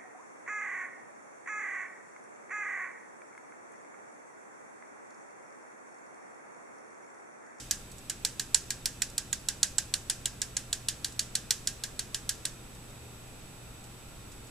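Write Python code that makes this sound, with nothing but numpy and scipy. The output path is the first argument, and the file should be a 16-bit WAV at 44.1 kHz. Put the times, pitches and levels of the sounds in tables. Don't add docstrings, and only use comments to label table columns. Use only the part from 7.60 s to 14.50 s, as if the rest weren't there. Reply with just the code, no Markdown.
import sys
import numpy as np
from scipy import signal
from scipy.fft import rfft, irfft, next_fast_len
from scipy.io import wavfile

SR = 44100
rng = np.random.default_rng(int(sys.argv[2]) if len(sys.argv) > 2 else 0)


def materialize(psi):
    bounded = np.clip(np.atleast_2d(psi).T, -1, 1)
    quanta = np.round(bounded * 32767).astype(np.int16)
    wavfile.write(sys.argv[1], SR, quanta)


N = 304443
TIME = np.arange(N) / SR

# start_s, strength_db
SNAPS = [(-0.046, 4.5), (0.11, 2), (0.4975, -4), (0.649, 1.5), (0.7961, -1.5), (0.9452, 5), (1.1049, -2.3),
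         (1.2568, 0.7), (1.4197, 0), (1.5797, -2.1), (1.7284, -1.5), (1.8861, -0.5), (2.0302, 4),
         (2.1822, 0.8), (2.339, 0), (2.4984, 1), (2.6565, -2.1), (2.817, -2), (2.9674, -2), (3.1286, -1.8),
         (3.2852, -0.2), (3.4454, -2.5), (3.5931, 0.1), (3.753, -0.6), (3.9071, 3), (4.0727, -0.5),
         (4.2368, -4), (4.3923, -3.5), (4.5451, -3), (4.692, -0.2), (4.853, -3)]
# pitch_hz, relative_db, ring_s (time to fade by 60 dB)
BODY_TONES = [(830, -46.5, 0.021), (1640, -29.5, 0.0028), (2730, -24.5, 0.003), (3270, -17, 0.0032),
              (4190, -17, 0.0044), (4910, -18.5, 0.0042), (5680, -17.5, 0.0038), (6540, -27, 0.014),
              (7047, -24.5, 0.015), (7796, -23, 0.015), (8660, -21.5, 0.0083), (9470, -29, 0.015),
              (10380, -25, 0.0036), (11960, -30, 0.0044), (12700, -31.5, 0.0047)]
# pitch_hz, relative_db, ring_s
HOLLOW_TONES = [(1551, -54, .16), (1629, -52, .18), (1724, -55, .14), (1915, -59, .11)]
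# pitch_hz, upright_db, tipped_db, db_per_strength_db
SNAP_COLOUR = [(860, 1.5, -5, 0.3), (1940, 0.5, -2, -0.67), (3660, -2, 2.4, -0.19), (5800, 0.4, 0.5, 0.46),
               (7900, 1.5, -0.4, 0.13), (10800, 0.4, 0.5, 0.3)]
# time_s, boost_db
BITE = [(0.1, -2.2), (1.9, 2), (3.0, 0.0), (4.9, -3.5)]
# delay_ms, gain
BOUNCES = [(2.063, 0.69), (2.493, 0.68), (3.159, 0.21), (4.13, 0.049), (9.3, 0.12)]
# pitch_hz, relative_db
KITCHEN_COLOUR = [(500, -48), (850, -18), (1400, -15.5), (1600, 0.5), (1900, -6.5), (2250, -11.5),
                  (2600, -6.5), (3500, -5), (4600, -4), (5200, -0.5), (7200, -0.5), (8800, -4),
                  (11000, -12.5), (14000, -21)]
# pitch_hz, relative_db
NOISE_COLOUR = [(20, -0.7), (50, 1), (95, -1.1), (160, -3.5), (230, -5.5), (400, -9.0), (620, -12.5),
                (830, -15), (1200, -16), (1900, -19.5), (2800, -19.5), (5000, -23), (8000, -22.5),
                (13500, -27)]
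# pitch_hz, likeness (1 = the same)
NOISE_LIKENESS = [(60, 0.93), (150, 0.88), (380, 0.65), (950, 0.37), (2380, 0.27), (5980, -0.1),
                  (15000, 0.06)]
# pitch_hz, half_width_hz, level_db
RUSH_PEAKS = [(795, 23, -70.5), (1383, 45, -68.5), (2460, 42, -70), (2610, 60, -70.5), (3670, 51, -69)]
# pitch_hz, level_db
HUM_TONES = [(30, -62), (120, -56.3), (222, -71)]
# start_s, strength_db
TICKS = [(.3148, -28.5), (.3821, -29.5), (1.4971, -29.5), (3.5215, -28), (5.148, -36), (5.302, -38),
         (6.239, -32.5), (6.717, -31), (6.868, -37)]

TIP_S = 3.05
BITE_HZ, NOISE_TOP_HZ = 3770, 14200


def from_db(db):
    return 10 ** (np.asarray(db) / 20)


def rms_one(x):
    return x / np.sqrt(np.mean(x ** 2) + 1e-20)


def at_hz(table, hz, column=1):
    table = np.array(table)
    return np.interp(np.log(hz + 1), np.log(table[:, 0]), table[:, column])


def add(out, start_s, sound):
    at = round(start_s * SR)
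    sound, at = sound[max(-at, 0):], max(at, 0)
    out[at:at + len(sound)] += sound[:N - at]


def stereo_noise(alike, size):
    shared, apart = rfft(rng.standard_normal((2, size)))
    return np.sqrt(1 + alike) * shared + np.sqrt(1 - alike) * apart * [[1], [-1]]


def struck(hz, db, ring_s, size):
    t = TIME[:size, None]
    tones = from_db(db - 60 * t / ring_s) * np.sin(2 * np.pi * hz * t)
    return tones @ (-1.) ** np.arange(len(hz))


def snap_colour(start_s, strength_db, hz):
    held_db = at_hz(SNAP_COLOUR, hz, column=1 if start_s < TIP_S else 2)
    force_db = strength_db * at_hz(SNAP_COLOUR, hz, column=3)
    bite_band = .5 ** ((2 * np.log2((hz + 1) / BITE_HZ)) ** 2)
    return held_db + force_db + np.interp(start_s, *np.transpose(BITE)) * bite_band


def mill_snaps(level_db, scatter_db, detune, crunch_s, crack_hz, crack_s, hollow_db):
    direct, echoes = np.zeros((2, N))
    hz, db, ring_s = np.transpose(BODY_TONES)
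    hollow_hz, hollow_levels, hollow_s = np.transpose(HOLLOW_TONES)
    for start_s, strength_db in SNAPS:
        pitch_luck, level_luck = rng.standard_normal((2, len(hz)))
        levels = db + snap_colour(start_s, strength_db, hz) + scatter_db * level_luck
        body = struck(hz * (1 + detune * pitch_luck), levels, ring_s, size=2048)
        roughness = 0.18 if start_s < TIP_S else 0.079
        crunch = roughness * rng.standard_normal(128) * np.exp(-TIME[:128] / crunch_s)
        crunch[0] = 1
        snap = from_db(strength_db + level_db) * signal.lfilter(crunch / np.linalg.norm(crunch), 1, body)
        add(direct, start_s, snap)
        add(echoes, start_s, near_echoes(snap, sway=0.005))
        crack_db = strength_db - 37 + 3.5 * start_s
        add(direct, start_s, struck(np.array([crack_hz]), crack_db, crack_s, size=256))
        hollow = struck(hollow_hz, hollow_levels + rng.normal(0, 1.7, len(hollow_hz)), hollow_s, 10000)
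        add(direct, start_s, from_db(hollow_db - 2.5 * strength_db) * hollow)
    return signal.sosfilt(signal.butter(2, 680, "high", fs=SR, output="sos"), [direct, echoes])


def near_echoes(snap, sway):
    cycles = np.arange(len(snap) // 2 + 1) / len(snap)
    delays = [(ms * (1 + sway * rng.standard_normal()) * SR / 1000, gain) for ms, gain in BOUNCES]
    return irfft(rfft(snap) * sum(gain * np.exp(-2j * np.pi * cycles * lag) for lag, gain in delays))


def kitchen_tail(near_db, near_s, room_db, room_s, build_s, first_s, alike_hz, tint, size=16384):
    out, t = np.zeros((2, N)), TIME[:size]
    hz = np.arange(size // 2 + 1) * SR / size
    alike = 1 / (1 + (hz / alike_hz) ** 2)
    fade = from_db(near_db - 60 * t / near_s) + from_db(room_db - 60 * t / room_s)
    fade *= np.clip((t - first_s) / build_s, 0, 1)
    for start_s, strength_db in SNAPS:
        colour_db = at_hz(KITCHEN_COLOUR, hz) + tint * snap_colour(start_s, strength_db, hz)
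        tail = irfft(from_db(colour_db) * (hz < NOISE_TOP_HZ) * stereo_noise(alike, size))
        sent_db = -2.5 if start_s < TIP_S else -1.86
        for channel, sound in zip(out, from_db(strength_db + sent_db) * fade * rms_one(tail)):
            add(channel, start_s, sound)
    return out


def room_and_appliance(noise_db, waver_db, wavers_per_s):
    size = next_fast_len(N)
    hz = np.arange(size // 2 + 1) * SR / size
    in_range = hz < NOISE_TOP_HZ
    noise = stereo_noise(np.clip(at_hz(NOISE_LIKENESS, hz), 0, 1), size) * in_range
    power = (from_db(noise_db) * rms_one(from_db(at_hz(NOISE_COLOUR, hz)) * in_range)) ** 2
    for pitch_hz, half_width_hz, db in RUSH_PEAKS:
        peak = 1 / (1 + ((hz - pitch_hz) / half_width_hz) ** 2)
        power += (from_db(db) * rms_one(peak)) ** 2
    out = np.sqrt(power.mean()) * rms_one(irfft(noise * np.sqrt(power), size)[:, :N])
    for pitch_hz, db in HUM_TONES:
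        hum = rms_one(np.sin(2 * np.pi * (pitch_hz * TIME + rng.random())))
        drift = np.interp(TIME * wavers_per_s, np.arange(64), rng.standard_normal(64))
        out += from_db(db + waver_db * drift) * hum
    return out


def power_whine(pitch_hz, mains_hz, level_db, swing_hz, spike, right_over_left_db):
    ripple = 2 * np.pi * mains_hz * TIME
    hz = pitch_hz + swing_hz * (np.cos(ripple) + spike * np.cos(2 * ripple))
    tone = rms_one(np.sin(2 * np.pi * np.cumsum(hz) / SR))
    return tone * from_db(level_db + right_over_left_db * np.array([[-.5], [.5]]))


def finger_ticks(boost_db, rub_s, low_cut_hz):
    out = np.zeros(N)
    body = struck(*np.transpose(BODY_TONES), size=1024)
    for start_s, strength_db in TICKS:
        rub = rng.standard_normal(1024) ** 3 * np.exp(-TIME[:1024] / rub_s)
        add(out, start_s, from_db(strength_db + boost_db) * np.convolve(rub / np.linalg.norm(rub), body))
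    return signal.sosfilt(signal.butter(2, low_cut_hz, "high", fs=SR, output="sos"), out)


def mic_openings(x, left_hz, left_q, right_hz, right_q, lead_s=0):
    size = next_fast_len(N + 2048)
    hz = np.arange(size // 2 + 1) * SR / size
    left = 1 / (1 - (hz / left_hz) ** 2 + 1j * hz / (left_hz * left_q))
    right = 1 / (1 - (hz / right_hz) ** 2 + 1j * hz / (right_hz * right_q))
    contrast = np.sqrt(left / right) * np.exp(1j * np.pi * hz * lead_s)
    return irfft(rfft(x, size) * np.array([contrast, 1 / contrast]), size)[:, :N]


def scene():
    direct, echoes = mill_snaps(level_db=0.5, scatter_db=1.2, detune=0.0082, crunch_s=0.00078,
                                crack_hz=4830, crack_s=0.0007, hollow_db=-8.0)
    direct = direct + finger_ticks(boost_db=11.0, rub_s=0.01, low_cut_hz=6070)
    room = kitchen_tail(near_db=-29, near_s=0.094, room_db=-40.5, room_s=0.41,
                        build_s=0.0027, first_s=0.00064, alike_hz=4430, tint=0.37)
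    upright, tipped = direct * (TIME < TIP_S), direct * (TIME >= TIP_S)
    out = mic_openings(upright, left_hz=11400, left_q=2.5, right_hz=8060, right_q=5.8)
    out += mic_openings(tipped, left_hz=9550, left_q=2.9, right_hz=8100, right_q=6.6, lead_s=13e-6)
    out += mic_openings(echoes, left_hz=9200, left_q=4.3, right_hz=7500, right_q=4.5, lead_s=9e-6)
    out += mic_openings(room, left_hz=9700, left_q=4.2, right_hz=8140, right_q=5.1)
    out += room_and_appliance(noise_db=-48.5, waver_db=1.5, wavers_per_s=0.59)
    return out + power_whine(pitch_hz=7897, mains_hz=60, level_db=-69.5, swing_hz=62, spike=0.84,
                             right_over_left_db=25.5)


def record(dry):
    return signal.sosfilt(signal.cheby1(10, .1, 14900, fs=SR, output="sos"), dry)


dry = scene()
out = record(dry)
materialize(out)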